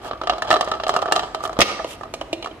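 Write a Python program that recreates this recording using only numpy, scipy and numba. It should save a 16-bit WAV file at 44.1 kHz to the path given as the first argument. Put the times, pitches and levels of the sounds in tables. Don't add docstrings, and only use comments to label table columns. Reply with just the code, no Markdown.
import sys
import numpy as np
from scipy import signal
from scipy.fft import irfft
from scipy.io import wavfile
from scipy.ndimage import uniform_filter1d
from numba import njit

SR = 44100
rng = np.random.default_rng(int(sys.argv[2]) if len(sys.argv) > 2 else 0)


def transcribe(signal):
    frames = np.atleast_2d(signal).T
    limited = np.clip(frames, -1, 1)
    pcm = np.round(limited * 32767).astype(np.int16)
    wavfile.write(sys.argv[1], SR, pcm)


N = 114660
T = np.arange(N) / SR
RING_T = T[:SR // 3]

# (time [s], body [dB], treble [dB], tick [dB])
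LID_KNOCKS = [(.036,-37,-48,-65),(.047,-34,-61,-61),(.054,-30.5,-63,-60),(.059,-33.5,-52,-51),(.111,-21.5,-34.5,-67),(.132,-26,-43,-71),(.155,-36,-61,-71),
              (.214,-22,-35,-53),(.235,-26.5,-37,-51),(.2715,-19,-27,-42.5),(.296,-12,-17.5,-38),(.322,-22,-53,-68),(.334,-22.5,-34,-72),(.381,-28.5,-38,-46),
              (.421,-19.5,-25,-36),(.445,-33,-57,-50),(.481,-54,-58,-47),(.504,-13,-21.5,-31.5),(.511,-10,-14.5,-29.5),(.519,-16.5,-32,-33),(.527,-12.5,-22,-30),(.540,-14,-21,-35),
              (.558,-14.5,-29,-50),(.565,-18,-28,-41),(.609,-15,-21,-29.5),(.627,-23,-39,-58),(.645,-45,-57,-40),(.675,-22.5,-37,-55),(.685,-46,-43,-45),(.715,-17,-26.5,-37.5),(.737,-23.5,-34.5,-55),(.751,-28,-46,-50),
              (.799,-23,-33.5,-57),(.835,-22.5,-27,-43),(.866,-19.5,-28,-48),(.880,-27,-39,-34.5),(.8925,-12.5,-24.5,-31),(.905,-34,-42,-46),(.915,-41,-47,-53),(.939,-19.5,-36,-40),(.951,-21,-39,-52),
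              (.963,-13,-26.5,-30),(.989,-22,-36,-48),(1.018,-24.5,-31,-40),(1.0248,-15.5,-33.5,-44),(1.057,-20,-40,-47),(1.066,-47,-51,-62),(1.078,-28,-39,-60),(1.084,-20.5,-43,-61),
              (1.112,-21.5,-37,-61),(1.122,-11,-15.5,-20),(1.134,-28,-37,-35),(1.156,-23,-29,-38),(1.161,-16.5,-20,-29.5),(1.176,-27,-48,-43),(1.193,-21.5,-24,-36.5),(1.211,-46,-61,-60),(1.232,-24,-35.5,-51),
              (1.346,-20,-29,-38.5),(1.405,-28.5,-50,-54),(1.437,-22,-44,-37),(1.452,-22,-30,-48),(1.463,-29,-46,-58),(1.475,-29,-51,-43),(1.494,-23,-46,-49),(1.529,-31.5,-44,-45.5),(1.567,-27,-43,-71),
              (1.792,-26,-53,-68),(1.799,-23.5,-67,-64),(2.010,-29.5,-64,-55),(2.033,-28.5,-43,-52),(2.054,-33.5,-72,-62),(2.459,-25,-38,-47),(2.471,-28.5,-43,-52)]
# (time [s], thud [dB], body [dB], treble [dB], tick [dB])
POST_SNAPS = [(1.5885,-12.5,-17.5,-23,-30.5),(1.599,-23.5,-13,-26,-49),(1.6055,-18.5,-19,-11,-17.5),(1.615,-21.5,-7.5,-3.5,-23.5),(1.620,-23,-10.5,-17.5,-23.5),(1.625,-20,-23,-17,-46)]
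# (time [s], thud [dB], body [dB], treble [dB], tick [dB])
KNOB_CLICKS = [(1.844,-36.5,-22,-31,-40),(2.1381,-55,-24.5,-29,-31.5),(2.2114,-55,-23,-27,-39),(2.3285,-23,-21,-23,-32.5),(2.425,-56,-32.5,-30.5,-40.5),(2.444,-52,-30.5,-31.5,-42),(2.512,-46,-40,-41.5,-69)]
# (pitch [Hz], level [dB], time to fade by 60 dB [s])
LID_TONES = [(318,-20.5,0.28),(382.5,-14.5,0.19),(425,-13,0.1),(507.3,-17,0.16),(643.3,-2.5,0.17),(715.3,1,0.079),(775,-5.5,0.08),(1175.4,1,0.052),(1226,4,0.029),(1296,-9.5,0.18),
             (1755,-2.5,0.027),(2800,-11,.07),(3090,-15,0.17),(3990,-11,0.057)]
POST_TONES = [(236,-9,0.038),(304,-5,0.054),(368,-3,0.037),(517,0.5,0.04),(706,10.5,0.043),(866,6,0.03),(1224,14,0.033),(1900,2.5,0.056),(3160,-5,0.013)]
KNOB_TONES = [(323.7,-4.5,0.082),(523,-4,0.028),(636,-3,0.043),(940,-4.5,0.019),(1224,-12,0.046),(2387,-7.5,0.038),(2800,-3,0.025),(3020,-3.5,0.028),(4060,-16,0.024)]
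# (frequency [Hz], level [dB])
LID_NOISE = [(60,-18),(130,-14),(240,-10),(450,-3),(720,5.5),(960,-3.5),(1250,2),(1600,-13),(2300,-15),(3200,-6.5),(4400,-12.5),(6200,-21),(7900,-22),(9000,-31),(12000,-33.5),(16000,-57)]
POST_NOISE = [(30,-13),(60,1),(150,-7),(300,0.5),(1200,1.5),(1550,-5),(2200,2.5),(3200,0.5),(4300,-6.5),(5700,-6.5),(8000,-14),(12000,-18.5),(16000,-26)]
KNOB_NOISE = [(80,-28),(200,-20),(400,-21),(650,15),(1500,-6),(3000,13),(4800,-8),(8000,-18),(12000,-29),(16000,-37)]
# (time [s], level [dB])
SCRAPE_LEVELS = [(0,-41.5),(.08,-35),(.19,-47.5),(.33,-32),(.41,-42.5),(.49,-28),(.56,-33.5),(.66,-34),(.79,-42),(.93,-32),(1.1,-38.5),(1.2,-28.5),(1.33,-42.5),(1.39,-41),(1.47,-34),(1.56,-43),(1.95,-50),(2.6,-69)]
# (time [s], length [s], level [dB])
FINGER_RUBS = [(0.015,0.091,-47),(1.423,0.051,-37.5),(1.862,0.1,-39.5)]
# (frequency [Hz], level [dB])
FINGER_NOISE = [(500,-20),(1800,-4),(3000,6),(4400,-6),(6000,-4),(12000,-8.5),(13500,-16),(15500,-34)]
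SLIDE_NOISE = [(120,-28),(300,0),(720,4),(1000,-7),(1250,8),(1600,-7),(2200,1),(3100,-1),(4200,-29),(5700,-9),(9000,-27),(14000,-40)]
# (frequency [Hz], time to fade by 60 dB [s])
ECHO_TIMES = [(100,0.51),(400,0.67),(1200,0.72),(3000,0.69),(6000,0.74),(14000,0.3)]
# (frequency [Hz], level [dB])
ECHO_NOISE = [(60, -4), (150, -4), (300, 2.5), (1000, 2.5), (3000, -2.5), (8000, -1), (15000, 2.5)]
RUMBLE_NOISE = [(20, -16), (35, -12), (50, 9), (72, -2.5), (100, 1), (160, -6.5), (350, 0), (700, -10),
                (1300, -14), (2500, -19), (6000, -37), (12000, -40), (16000, -51)]

THUD_HZ, TREBLE_HZ, TICK_HZ = 440, 1850, 5460


def lid_knocks():
    out = np.zeros((2, N))
    for at, *levels in LID_KNOCKS:
        hit = ring(LID_TONES, LID_NOISE, clatter_db=7, clatter_s=0.036,
                   scatter_db=4, detune=0.0047, width=0.91)
        add(out, shape_hit(hit, [TREBLE_HZ, TICK_HZ], levels), at)
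    return out


def post_snap():
    out = np.zeros((2, N))
    for at, *levels in POST_SNAPS:
        hit = ring(POST_TONES, POST_NOISE, clatter_db=11.5, clatter_s=0.051,
                   scatter_db=2.5, detune=0.026, width=1)
        add(out, shape_hit(hit, [THUD_HZ, TREBLE_HZ, TICK_HZ], levels), at)
    return out


def knob_clicks():
    out = np.zeros((2, N))
    for at, *levels in KNOB_CLICKS:
        hit = ring(KNOB_TONES, KNOB_NOISE, clatter_db=-3.5, clatter_s=0.048,
                   scatter_db=3.5, detune=0.015, width=0.54)
        add(out, shape_hit(hit, [THUD_HZ, TREBLE_HZ, TICK_HZ], levels), at)
    return out


def lid_scrape(catches_per_s=260, spread_db=4, soft_hz=6000):
    catches = rng.random(N) < catches_per_s / SR
    strength = undb(spread_db * np.clip(rng.standard_normal(N), -2, 2))
    pushes = cut(catches * strength * rng.choice([-1, 1], N), soft_hz, "low", order=1)
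    lid = ring(LID_TONES, LID_NOISE, clatter_db=14, clatter_s=0.065,
               scatter_db=0.5, detune=0.00067, width=0.7)
    scrape = signal.fftconvolve(pushes[None], lid, axes=1)[:, :N]
    return scrape / rms(scrape) * undb(np.interp(T, *np.array(SCRAPE_LEVELS).T))


def rubs():
    fingers = sum(stroke(*rub, FINGER_NOISE) for rub in FINGER_RUBS)
    return fingers + stroke(at=1.655, length=0.085, db=-28.5, colour=SLIDE_NOISE)


def stroke(at, length, db, colour, grit_db=2.5, grit_s=0.0027):
    grit = uniform_filter1d(rng.standard_normal(N), size=int(grit_s * SR))
    swell = np.sin(np.pi * np.clip((T - at) / length, 0, 1))
    return undb(db + grit_db * grit / rms(grit)) * swell * noise(colour, N, width=1)


def ring(modes, colour, clatter_db, clatter_s, scatter_db, detune, width, rise_s=0.00043):
    hz, db, fade_s = np.array(modes, float).T[:, :, None]
    strike, grip, side = rng.standard_normal((3, len(hz), 1))
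    stereo_phase = side * width * hz / (hz + 1500) * np.array([1, -1])[:, None, None]
    flip = np.pi * rng.integers(0, 2, (len(hz), 1))
    waves = np.sin(2 * np.pi * hz * (1 + detune * grip) * RING_T + stereo_phase + flip)
    tones = undb(db + scatter_db * strike) * fade(RING_T, fade_s) * waves
    clatter = undb(clatter_db) * noise(colour, len(RING_T), width) * fade(RING_T, clatter_s)
    return (tones.sum(axis=1) + clatter) * (1 - np.exp(-RING_T / rise_s))


def shape_hit(hit, edges, levels, start_s=0.0067):
    middle = [cut(hit, pair, "band", order=3) for pair in zip(edges, edges[1:])]
    bands = [cut(hit, edges[0], "low"), *middle, cut(hit, edges[-1], "high")]
    return sum(band * undb(db) / rms(band[:, :int(start_s * SR)]) for band, db in zip(bands, levels))


def room_echo(sound, echo_db, build_s):
    t, tail = T[:SR], 0
    hiss = noise(ECHO_NOISE, SR, width=0.96)
    edges = np.geomspace(40, 20000, 9)
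    for low, high in zip(edges, edges[1:]):
        fade_s = look_up(np.sqrt(low * high), ECHO_TIMES)
        tail = tail + cut(hiss, [low, high], "band", order=3) * fade(t, fade_s)
    tail *= 1 - np.exp(-t / build_s)
    tail /= rms(tail) * np.sqrt(SR)
    return undb(echo_db) * signal.fftconvolve(sound.mean(axis=0)[None], tail, axes=1)[:, :N]


def microphones(sound, mono_below_hz=330, lag_s=0.00009, right_lead_db=2):
    mid = (sound[0] + sound[1]) / 2
    side = cut((sound[0] - sound[1]) / 2, mono_below_hz, "high", order=2)
    left = np.pad(mid + side, (round(lag_s * SR), 0))[:N]
    return np.array([left * undb(-right_lead_db / 2), (mid - side) * undb(right_lead_db / 2)])


def noise(colour, size, width):
    hz = np.fft.rfftfreq(size, 1 / SR)
    mid, side = np.exp(2j * np.pi * rng.random((2, len(hz)))) * undb(look_up(hz, colour))
    side = side * width * hz / (hz + 1000)
    x = irfft(np.array([mid + side, mid - side]), size)
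    return x / rms(x)


def undb(db):
    return 10 ** (np.asarray(db) / 20)


def rms(x):
    return np.sqrt(np.mean(x ** 2)) + 1e-12


def look_up(at_hz, table):
    hz, value = np.array(table, float).T
    return np.interp(np.log(at_hz + 1), np.log(hz), value)


def cut(x, hz, keep, order=4):
    return signal.sosfilt(signal.butter(order, np.minimum(hz, .45 * SR), keep, fs=SR, output="sos"), x)


def fade(t, fade_s):
    return np.exp(-np.log(1000) * t / fade_s)


def add(out, sound, at):
    start = int(at * SR)
    out[:, start:start + sound.shape[1]] += sound[:, :N - start]


@njit
def follow_peaks(x, release):
    out, level = np.empty(len(x)), 0.
    for i in range(len(x)):
        level = max(x[i], level * release)
        out[i] = level
    return out


def scene():
    lid = lid_knocks() + lid_scrape() + rubs()
    snap, knob = post_snap(), knob_clicks()
    echoes = (room_echo(lid, echo_db=-13.5, build_s=0.0016)
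              + room_echo(snap, echo_db=-12, build_s=0.015)
              + room_echo(knob, echo_db=-10.5, build_s=0.004))
    rumble = undb(-42.5) * noise(RUMBLE_NOISE, N, width=1)
    return microphones(lid + snap + knob + echoes) + rumble


def record(dry, soften_hz=13600, limit_db=-2, release_s=0.059, top_hz=16000):
    heard = cut(dry, soften_hz, "low", order=3)
    peak = follow_peaks(np.abs(heard).max(axis=0), np.exp(-1 / (release_s * SR)))
    gain = np.minimum(1, undb(limit_db) / (peak + 1e-9)) ** 0.46
    limited = np.clip(heard * uniform_filter1d(gain, size=64), -1, 1)
    return signal.sosfilt(signal.ellip(8, .2, 70, top_hz, fs=SR, output="sos"), limited)


dry = scene()
out = record(dry)
transcribe(out)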